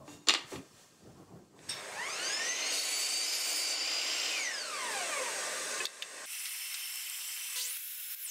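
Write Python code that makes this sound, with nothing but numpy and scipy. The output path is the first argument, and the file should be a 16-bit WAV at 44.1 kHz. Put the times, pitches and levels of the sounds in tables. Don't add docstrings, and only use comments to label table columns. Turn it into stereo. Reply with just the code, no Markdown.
import sys
import numpy as np
from scipy import signal
from scipy.fft import rfft, irfft, next_fast_len
from scipy.io import wavfile
from scipy.ndimage import uniform_filter1d, minimum_filter1d

SR = 44100
rng = np.random.default_rng(int(sys.argv[2]) if len(sys.argv) > 2 else 0)


def file_out(sig):
    cols = np.atleast_2d(sig).T
    lim = np.clip(cols, -1, 1)
    pcm = np.round(lim * 32767).astype(np.int16)
    wavfile.write(sys.argv[1], SR, pcm)


N = 366030

LAPSE_AT, LAPSE_PACE = 6.257, 5
LAPSED_S = LAPSE_PACE * (N / SR - LAPSE_AT)
T = np.arange(round((LAPSE_AT + LAPSED_S) * SR) + 8) / SR

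GEAR_TEETH, PINION_TEETH = 41, 5
ARMATURE = GEAR_TEETH / PINION_TEETH
FREE_TURNS_PER_S = 62.15
HUM_HZ = 100

# pressed_s, released_s, buzz_db, grind_db
RUNS = [(1.6689, 4.351, -12.5, -7.5), (7.552, 8.226, 1.5, 7.5)]


def rotation(drag, jitter=0.000505):
    spin_up_s, spin_up_shape = 0.621, 1.274
    coast_s, coast_shape = 0.497, 9.7
    share = np.zeros(len(T))
    for pressed, released, *_ in RUNS:
        on, off = workshop_time(pressed), workshop_time(released)
        spin_up = 1 - np.exp(-(np.maximum(T - on, 0) / spin_up_s) ** spin_up_shape)
        coast = (1 + np.maximum(T - off, 0) / (coast_s * coast_shape)) ** -coast_shape
        share += spin_up * coast
    sag = 1 - lagged(drag, lag_s=0.289)
    speed = FREE_TURNS_PER_S * share * sag * (1 + jitter * wander(18.0))
    return speed, np.cumsum(speed) / SR


def feed():
    # enters_s, leaves_s, level_db, entering and leaving speed loss [share]
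    wood_cuts = [(2.725, 3.745, 5, 0.05, .099), (7.772, 8.089, 7.5, 0.042, 0.15)]
    entry_s = 0.06
    contact, strength, drag = np.zeros((3, len(T)))
    for enters, leaves, db, first_sag, last_sag in wood_cuts:
        start, end = workshop_time(enters), workshop_time(leaves)
        inside = np.clip(.5 + np.minimum(T - start, end - T) / entry_s, 0, 1)
        contact += inside
        strength += inside * gain_of(db + np.interp(T, [start, end], [0, -1]))
        drag += inside * np.interp(T, [start, end], [first_sag, last_sag])
    return contact, strength, drag


def gear_loads(speed, cutting):
    accel = uniform_filter1d(np.gradient(speed) * SR, size=4000)
    rising = np.clip(accel / 14 - 1, 0, 1)
    braking = np.clip(-accel / 2, 0, 1)
    slow = np.clip(2 - speed / (0.24 * FREE_TURNS_PER_S), 0, 1)
    unloaded = 1 - cutting
    free = unloaded * (1 - rising - braking)
    coasting = unloaded * braking
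    loads = np.array([unloaded * rising, cutting, free, coasting * (1 - slow), coasting * slow])
    return loads, rising, braking


def gears(speed, turns, cutting, runout=0.17, hunting=0.0074, coast_hunting=0.38, chatter_pulsing=0.28):
    # multiple of the armature speed,
    # speeding_up_db, cutting_db, free_db, coasting_fast_db, coasting_slow_db
    whine_lines = [(5, -44.5, -47, -65, -38, -44.5), (6, -55, -74, -59, -56, -68),
                   (9.5, -64, -50, -50, -53, -76), (10, -45.5, -37, -38, -45, -42.5),
                   (11, -66, -46, -44, -49, -56), (15, -45.5, -44.5, -42, -42.5, -49),
                   (16, -61, -47, -75, -70, -52), (20, -50.5, -55, -54, -50, -42.5),
                   (25, -55, -66, -61, -68, -45.5), (30, -58, -69, -71, -64, -53)]
    # pitch_hz, level_db
    housing = [(200, -26), (440, 1), (580, 6.5), (700, -0.5), (830, 1), (1180, -1.5), (1380, -8),
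               (1600, -4), (1870, 2.5), (2150, 0.5), (2500, -1.5), (3250, -5), (3750, -12), (4200, -4),
               (4620, 2), (4820, 6), (4980, -8.5), (5110, 8), (5350, 0.5), (5550, -5), (6200, 6),
               (7400, -2.5), (8700, 1), (10000, -8.5), (14000, -29)]
    # pitch_hz, relative level_db per Hz
    chatter_spectrum = [(100, -140), (1000, -100), (2200, -91), (2850, -70.5), (3500, -78), (4200, -89),
                        (4850, -71), (5500, -86), (7000, -85.5), (9000, -100)]
    loads, rising, braking = gear_loads(speed, cutting)
    free = loads[2]
    rough = np.dot([.3, .25, 1.8, .45, .45], loads)
    loose_turns = turns + hunting * (free + coast_hunting * braking) * wander(16.4)
    fading_db = 1.06 + 1.8 * (1 - cutting) * (rising + braking)
    whine = np.zeros(len(T))
    for multiple, *load_db in whine_lines:
        order = multiple * ARMATURE
        db = np.dot(load_db, loads) + read(housing, order * speed)[0]
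        whine += partial(order * loose_turns, db, rough, flutter_hz=54.98, fading_db=fading_db, fading_hz=14)
    once_a_turn = np.sin(2 * np.pi * turns)
    chatter = noise(lambda hz, t: read(chatter_spectrum, hz)[0], len(T), patchy_db=-0.5)
    chatter *= (1 + chatter_pulsing * once_a_turn) * free * (speed / FREE_TURNS_PER_S) ** 4
    driven = loudness(speed, free_db=6.33, octave_db=5, faint_share=0.33)
    coasting = loudness(speed, free_db=5.2, octave_db=3.4, faint_share=0.18)
    level = (1 - braking) * driven + braking * coasting
    return (whine + chatter) * level * (1 + runout * once_a_turn)


def singing(speed, turns):
    critical, half_width = 47.5, 2.5
    nearness = np.exp(-np.minimum(((speed - critical) / half_width) ** 2, 50))
    speeding_up = np.gradient(lagged(speed, .1)) > 0
    whistle = partial(16 * ARMATURE * turns, db=-35, rough=1.8, flutter_hz=106.3)
    return nearness * speeding_up * whistle


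def teeth(speed, turns, strength, wobble=0.17):
    # pitch_hz, tooth_line_db, slot_line_db, rasp_db per Hz
    cut_spectrum = [(30, -90, -90, -135), (300, -75, -69, -110), (1610, -57, -62.5, -89.5),
                    (2150, -53.5, -64.5, -83.5), (4080, -48, -52, -86), (5560, -45, -56, -82.5),
                    (6200, -45.5, -46.5, -76), (8200, -44.5, -56, -74), (9820, -48.5, -64, -78.5),
                    (12000, -52, -79, -87), (14400, -53, -76, -95), (16000, -65, -78, -97)]
    blade_teeth, blade_slots = 72, 4
    full_speed = np.average(speed, weights=strength ** 2)
    biting = strength > 0
    cut_turns = turns[biting]
    lines = 0
    for order in range(7 * blade_slots, 4 * blade_teeth - 8 * blade_slots, blade_slots):
        tooth_db, slot_db, _ = read(cut_spectrum, order * full_speed)
        db = slot_db if order % (blade_teeth // 2) else tooth_db
        lines = lines + partial(order * cut_turns, db, rough=.7, flutter_hz=34, fading_db=4.5, fading_hz=9)
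    rasp = noise(lambda hz, t: read(cut_spectrum, hz)[2], 4 * SR, patchy_db=3.0)
    rubbing = 1 + wobble * np.sin(2 * np.pi * cut_turns)
    out = np.zeros(len(T))
    out[biting] = lines + np.resize(rasp, len(lines)) * rubbing
    return out * strength


def air(speed, turns, throb=0.031, dulling_db=5):
    # pitch_hz, level_db per Hz
    stirred_air = [(30, -145), (100, -117), (220, -100), (275, -86), (305, -81.5), (350, -82.5),
                   (690, -78.5), (950, -81.5), (1700, -82), (2350, -73), (2900, -72.5), (3400, -77),
                   (4300, -77), (4950, -74), (5800, -78), (7200, -79), (8200, -88.5), (15500, -101)]

    def colour(hz, t):
        slowness = 1 - np.interp(t, T, speed) / speed.max()
        return read(stirred_air, hz)[0] - dulling_db * slowness * np.log2(np.maximum(hz, 500) / 2500)
    rush = noise(colour, len(T), patchy_db=0.47)
    level = loudness(speed, free_db=10.7, octave_db=19, faint_share=0.08)
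    return rush * level * (1 + throb * np.sin(2 * np.pi * turns))


def bearing(speed, turns):
    return partial(5.3 * turns, db=-53.5, rough=.3, flutter_hz=5.4) * (speed / FREE_TURNS_PER_S) ** 4


def buzz(speed, pulsing=0.35):
    # pitch_hz, level_db per Hz
    grind_spectrum = [(30, -135), (100, -105), (300, -85), (550, -73.5), (780, -69.5), (1300, -68.5),
                      (2200, -70), (3100, -75), (8000, -100)]
    iron_db = [-57.5, -52, -53, -47.5, -61, -43, -49.5, -51]
    rise_s, fade_s, soft_start_s = 0.1, 0.42, 0.96
    out = gain_of(-82.5) * np.sqrt(2) * np.sin(2 * np.pi * HUM_HZ * T)
    t = T[:2 * SR]
    current = (1 - np.exp(-t / rise_s)) * np.exp(-t / fade_s)
    current *= np.clip((soft_start_s - t) / rise_s, 0, 1)
    for pressed, _, buzz_db, grind_db in RUNS:
        start = workshop_time(pressed)

        def colour(hz, s):
            mesh_hz = GEAR_TEETH * np.interp(start + s, T, speed)
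            return read(grind_spectrum, hz)[0] + 9 * resonance(hz, mesh_hz, 332)
        iron = sum(partial((k + 1) * HUM_HZ * t, buzz_db + db, rough=0.069, flutter_hz=12,
                           fading_db=4.0, fading_hz=4.8) for k, db in enumerate(iron_db))
        grind = noise(colour, len(t), patchy_db=-0.5) * (1 + pulsing * np.cos(2 * np.pi * HUM_HZ * t))
        add(out, start, current * (iron + gain_of(grind_db) * grind))
    return out


def clicks():
    # start_s, level_db, centre_hz, spread [octaves], rise_s, t60_s
    click_events = [(1.686, -38.5, 2870, 1.5, 0.0053, 0.44), (1.689, -33, 5410, 0.067, 0.0044, 0.24),
                    (1.69, -29, 8400, 0.078, 0.0049, 0.088), (5.8533, -10.5, 4100, 1.3, 0.00071, 0.028),
                    (5.867, -12, 3950, 0.46, .0003, 0.011), (6.022, -12, 2850, 0.89, 0.00031, 0.029),
                    (6.452, -31.5, 800, 1.2, 0.022, 0.44), (6.741, -32, 720, 1.3, 0.0055, 0.32),
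                    (6.956, -30, 1900, 0.62, 0.0044, 0.11), (7.097, -30, 1790, 0.77, .005, 0.11),
                    (8.149, -3, 4440, 0.79, .001, 0.04)]
    # pitch_hz, width_hz, level_db
    table_modes = [(1724, 130, 12), (2654, 37, 13), (3680, 270, 13), (4600, 400, 7.5), (6740, 450, 8),
                   (11300, 900, 4)]
    hz, out = np.fft.rfftfreq(8192, 1 / SR), np.zeros(len(T))
    table = gain_of(sum(db * resonance(hz, f, width) for f, width, db in table_modes))
    for s, db, centre_hz, spread, rise, t60 in click_events:
        octaves = np.log2((hz + 1) / centre_hz)
        colour = evened(table / (1 + (octaves / spread) ** 2) ** 1.6)
        add(out, workshop_time(s), gain_of(db) * burst(colour, rise, t60))
    return out


def knocked_strip():
    # pitch_hz, level_db, t60_s
    strip_modes = [(368, -42, 0.28), (1720, -28.5, 0.084), (2560, -28, 0.12), (2940, -36, 0.087)]
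    return ringing(5.8025, strip_modes)


def strips(ring_db=6.5):
    # start_s, level_db, hardness as cutoff_hz, rise_s, rattle t60_s, end_on [share 0-1]
    knocks = [(0.078, -29.5, 895, 0.00044, 0.085, 0.1), (0.2705, -28.5, 8640, 0.0013, 0.032, 0.77),
              (0.274, -20.5, 1200, 0.0018, 0.06, 0.5), (0.2817, -32, 5000, .001, .04, 0.5),
              (0.2856, -11, 11040, 0.00034, .022, 0.4), (0.2931, -15.5, 5480, 0.00051, .05, 0.08),
              (0.305, -15, 4000, 0.00048, 0.027, 0), (0.3382, -16, 8950, .0002, 0.012, 0.38),
              (0.346, -17.5, 3100, 0.0013, 0.058, 0), (.517, -17.5, 550, 0.0037, 0.21, 0.01),
              (0.557, -32, 2300, .0015, 0.045, 0.2), (0.612, -34, 450, .002, 0.034, 0),
              (1.59, -30.5, 1360, 0.0013, .013, 0), (1.631, -16, 347, 0.0048, 0.02, 0.2)]
    # pitch_hz, level_db per Hz
    wood_spectrum = [(88, -79), (150, -32), (300, -4.5), (400, -8.5), (505, -11.5), (690, -10.5),
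                     (918, -12.5), (1320, -11), (1460, -12.5), (2750, -2), (3050, -4), (4460, -4.5),
                     (7210, -9), (15000, -28)]
    # pitch_hz, width_hz, relative level_db
    wood_modes = [(1210, 95, -9), (1865, 56, 0.5), (2410, 25, -6), (2818, 24.7, 8), (3570, 530, -5.5),
                  (4290, 160, -2.5), (4760, 120, -3.5), (8600, 220, -3)]
    lengthwise_db = [-3.5, -24, -2.5, 2, -4.5, 3, -13]
    # pitch_hz, level_db, t60_s
    long_strip_modes = [(292.5, -49, 0.71), (2760, -57.5, 0.456), (3725, -60, 0.67), (6800, -56, 0.48)]
    lengthwise_hz, width_hz = 1185, 380
    hz, out = np.fft.rfftfreq(8192, 1 / SR), np.zeros(N)
    modes_db = sum(ring_db * gain_of(db / 2) * resonance(hz, f, width) for f, width, db in wood_modes)
    flat = evened(gain_of(read(wood_spectrum, hz)[0] + modes_db))
    lengthwise = evened(sum(gain_of(db) * resonance(hz, (k + 1) * lengthwise_hz, width_hz)
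                            for k, db in enumerate(lengthwise_db)))
    for s, db, hard_hz, rise, t60, end_on in knocks:
        body = np.sqrt((1 - end_on) * flat ** 2 + end_on * lengthwise ** 2)
        softened = body / np.hypot(1, (hz / hard_hz) ** 2.02)
        add(out, s, gain_of(db) * burst(softened, rise, t60))
    return out + ringing(0.078, long_strip_modes)[:N]


def extractor():
    # pitch_hz, level_db per Hz
    roar = [(15, -140), (50, -121), (100, -105), (170, -90), (230, -85.5), (400, -81), (850, -81),
            (1900, -84), (3000, -83), (5000, -81), (8800, -80.5), (10000, -88), (12500, -95.5),
            (15500, -105)]
    # pitch_hz, width_hz, mean level_db over the roar
    hose = [(429, 58, 9), (526, 53, 8.5), (614.4, 58, 10.5), (1066, 56, 11), (1180, 45, 9), (1475, 31, 10),
            (1593, 97, 12), (1724, 50, 8), (1870, 100, 12), (2060, 120, 7), (2275, 95, 6), (2590, 140, 9),
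            (2850, 90, 2.5), (3590, 80, 5), (6500, 260, 5.5), (8100, 1400, 2.5)]
    on_s, rise_s, swell_db_per_s = 1.543, 0.91, 0.08
    drift, drift_hz = .2, .15

    def colour(hz, t):
        peaks_db = np.hstack([db * resonance(hz, f, width) for f, width, db in hose])
        phases = rng.random((len(hose), 1))
        hose_db = peaks_db @ (1 + drift * np.sin(2 * np.pi * (drift_hz * t + phases)))
        return read(roar, hz)[0] + hose_db
    draw = 1 - np.exp(-np.maximum(T - on_s, 0) / rise_s)
    level = gain_of(0.74 + swell_db_per_s * (T - on_s))
    return noise(colour, len(T), patchy_db=1.4, ripple_db=2.5, count=2048) * level * draw


def shuffling():
    # pitch_hz, level_db per Hz
    shoe_spectrum = [(20, -108), (55, -110.5), (100, -81), (160, -79), (240, -85.5), (400, -82.5),
                     (550, -92.5), (1000, -98), (1500, -107), (4000, -125)]
    cloth_spectrum = [(100, -108), (500, -99), (1500, -102), (4000, -103), (7500, -101), (10000, -109),
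                      (15500, -118)]
    scrape_spectrum = [(400, -105), (560, -85), (624, -72), (700, -93), (950, -94), (1080, -86),
                       (1200, -95), (1600, -120)]
    # centre_s, half_length_s, level_db
    steps = [(.02, 0.03, -5), (.125, 0.082, -0.5), (.45, 0.025, -2), (.57, 0.036, 5.5), (.68, 0.023, -16),
             (.8, 0.24, -8), (1.09, 0.052, 4.5), (1.2, 0.039, 5.5), (1.35, 0.065, 4), (1.55, 0.016, 1),
             (1.65, 0.1, 0.5), (2.0, 0.28, -9)]
    rustles = [(.125, 0.039, 6.5), (.532, 0.038, 12), (.6, 0.46, -1), (.81, 0.047, 1), (1.3, 0.5, -9.5)]
    scrapes = [(.015, .045, 2.5)]
    shoes = noise(lambda hz, t: read(shoe_spectrum, hz)[0], N, patchy_db=2.5)
    cloth = noise(lambda hz, t: read(cloth_spectrum, hz)[0], N, patchy_db=0.5)
    scrape = noise(lambda hz, t: read(scrape_spectrum, hz)[0], N, patchy_db=-0.5, ripple_db=2.0)
    return shoes * swells(steps) + cloth * swells(rustles) + scrape * swells(scrapes)


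def room(x):
    # pitch_hz, t60_s
    decay = [(150, 0.33), (1000, 0.44), (4000, 0.28), (8000, 0.28), (15000, 0.26)]
    taps = rng.standard_normal(SR // 2) * (T[:SR // 2] > .004)
    hz, t, z = signal.stft(taps, SR, nperseg=256)
    t60 = read(decay, hz)[0][:, None]
    tail = signal.istft(z * gain_of(-60 * t / t60), SR, nperseg=256)[1]
    return signal.oaconvolve(x, tail / np.linalg.norm(tail))[:len(x)]


def gain_control(x):
    limit_db, ratio = -34, 8.7
    detect_s, lookahead_s, hold_s, recover_db_per_s = 0.01, 0.0031, 0.074, 19
    level_db = 10 * np.log10(lagged(x ** 2, detect_s))
    over_db = np.maximum(level_db - limit_db, 0) * (1 - 1 / ratio)
    half = int(hold_s * SR / 2)
    held_db = -minimum_filter1d(-over_db, 2 * half + 1, origin=half)
    recovery_db = T * recover_db_per_s
    duck_db = np.maximum.accumulate(held_db + recovery_db) - recovery_db
    return x * gain_of(-np.interp(T + lookahead_s, T, duck_db))


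def time_lapse(x):
    cut = round(LAPSE_AT * SR)
    return np.r_[x[:cut], signal.resample_poly(x[cut:], 1, LAPSE_PACE)][:N]


def workshop_time(s):
    return s + (LAPSE_PACE - 1) * max(s - LAPSE_AT, 0)


def partial(turns, db, rough, flutter_hz, fading_db=0, fading_hz=22):
    def chance(rate):
        return np.interp(T[:len(turns)] * rate, np.arange(4096), rng.standard_normal(4096))
    in_phase, quadrature = rough * chance(2 * flutter_hz), rough * chance(2 * flutter_hz)
    angle = 2 * np.pi * (turns % 1)
    line = (1 + in_phase) * np.cos(angle) + quadrature * np.sin(angle)
    return gain_of(db + fading_db * chance(fading_hz)) * line / np.sqrt(.5 + rough ** 2)


def noise(colour, size, patchy_db, ripple_db=3.0, count=1024):
    overlap = count * 3 // 4
    white = rng.standard_normal(size) * np.sqrt(SR / 2)
    hz, t, z = signal.stft(white, SR, nperseg=count, noverlap=overlap)
    hz = hz[:, None]
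    patches = uniform_filter1d(rng.standard_normal(z.shape), size=10, axis=0)
    patches = evened(uniform_filter1d(patches, size=8, axis=1))
    ripple = rng.standard_normal(hz.shape) * np.clip(hz / 1000, 0, 1)
    z = z * gain_of(colour(hz, t) + patchy_db * patches + ripple_db * ripple)
    return signal.istft(z, SR, nperseg=count, noverlap=overlap)[1][:size]


def burst(colour, rise, t60):
    size = 2 * (len(colour) - 1)
    log_gain = np.log(np.maximum(np.r_[colour, colour[-2:0:-1]], 1e-4))
    response = np.fft.ifft(np.exp(np.conj(signal.hilbert(log_gain)))).real
    envelope = (1 - np.exp(-T[:size] / rise)) * gain_of(-60 * T[:size] / t60)
    return signal.fftconvolve(rng.standard_normal(size) * envelope, response)


def ringing(s, modes, twin=0.4, split=0.0035):
    out, t = np.zeros(len(T)), T[:SR // 2]
    ring = 0
    for hz, db, t60 in modes:
        pair = np.sin(2 * np.pi * hz * t) + twin * np.cos(2 * np.pi * hz * (1 + split) * t)
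        ring = ring + gain_of(db - 60 * t / t60) * pair
    add(out, s, ring / np.hypot(1, twin) * (1 - np.exp(-t / .002)))
    return out


def loudness(speed, free_db, octave_db, faint_share):
    share = speed / FREE_TURNS_PER_S + 1e-6
    return gain_of(free_db + octave_db * np.log2(share)) / (1 + (faint_share / share) ** 6)


def resonance(hz, centre_hz, width_hz):
    return 1 / (1 + (2 * (hz - centre_hz) / width_hz) ** 2)


def swells(rows):
    return np.sqrt(sum(gain_of(2 * db) * np.exp(-np.minimum(((T[:N] - s) / half) ** 2, 50))
                       for s, half, db in rows))


def lagged(x, lag_s):
    keep = np.exp(-1 / (lag_s * SR))
    return signal.lfilter([1 - keep], [1, -keep], x + 1e-20)


def wander(rate_hz):
    size = next_fast_len(len(T))
    hz = np.fft.rfftfreq(size, 1 / SR)
    smooth = rfft(rng.standard_normal(size)) * np.exp(-(hz / rate_hz) ** 2)
    return evened(irfft(smooth, size))[:len(T)]


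def gain_of(db):
    return 10 ** (np.asarray(db) / 20)


def evened(x):
    return x / np.sqrt(np.mean(x ** 2) + 1e-20)


def read(rows, hz):
    f, *columns = np.transpose(rows)
    return [np.interp(np.log(hz + 1), np.log(f + 1), c) for c in columns]


def add(mix, s, sound):
    part = mix[round(s * SR):][:len(sound)]
    part += sound[:len(part)]


def scene(whine_echo_db=-6, click_echo_db=-16, wood_echo_db=-8):
    contact, strength, drag = feed()
    speed, turns = rotation(drag)
    cutting = lagged(contact, lag_s=0.042)
    whine = gears(speed, turns, cutting) + singing(speed, turns)
    wood = strips()
    clacks = clicks() + knocked_strip()
    saw = whine + clacks + teeth(speed, turns, strength) + air(speed, turns)
    saw += bearing(speed, turns) + buzz(speed) + extractor()
    echo = room(gain_of(whine_echo_db) * whine + gain_of(click_echo_db) * clacks)
    bench = wood + gain_of(wood_echo_db) * room(wood) + shuffling()
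    mono = bench + time_lapse(gain_control(saw + echo))
    return np.array([mono, mono])


def record(dry):
    low_pass = signal.firwin(511, 15750, window=("kaiser", 9), fs=SR)
    return signal.oaconvolve(dry, low_pass[None], "same")


dry = scene()
out = record(dry)
file_out(out)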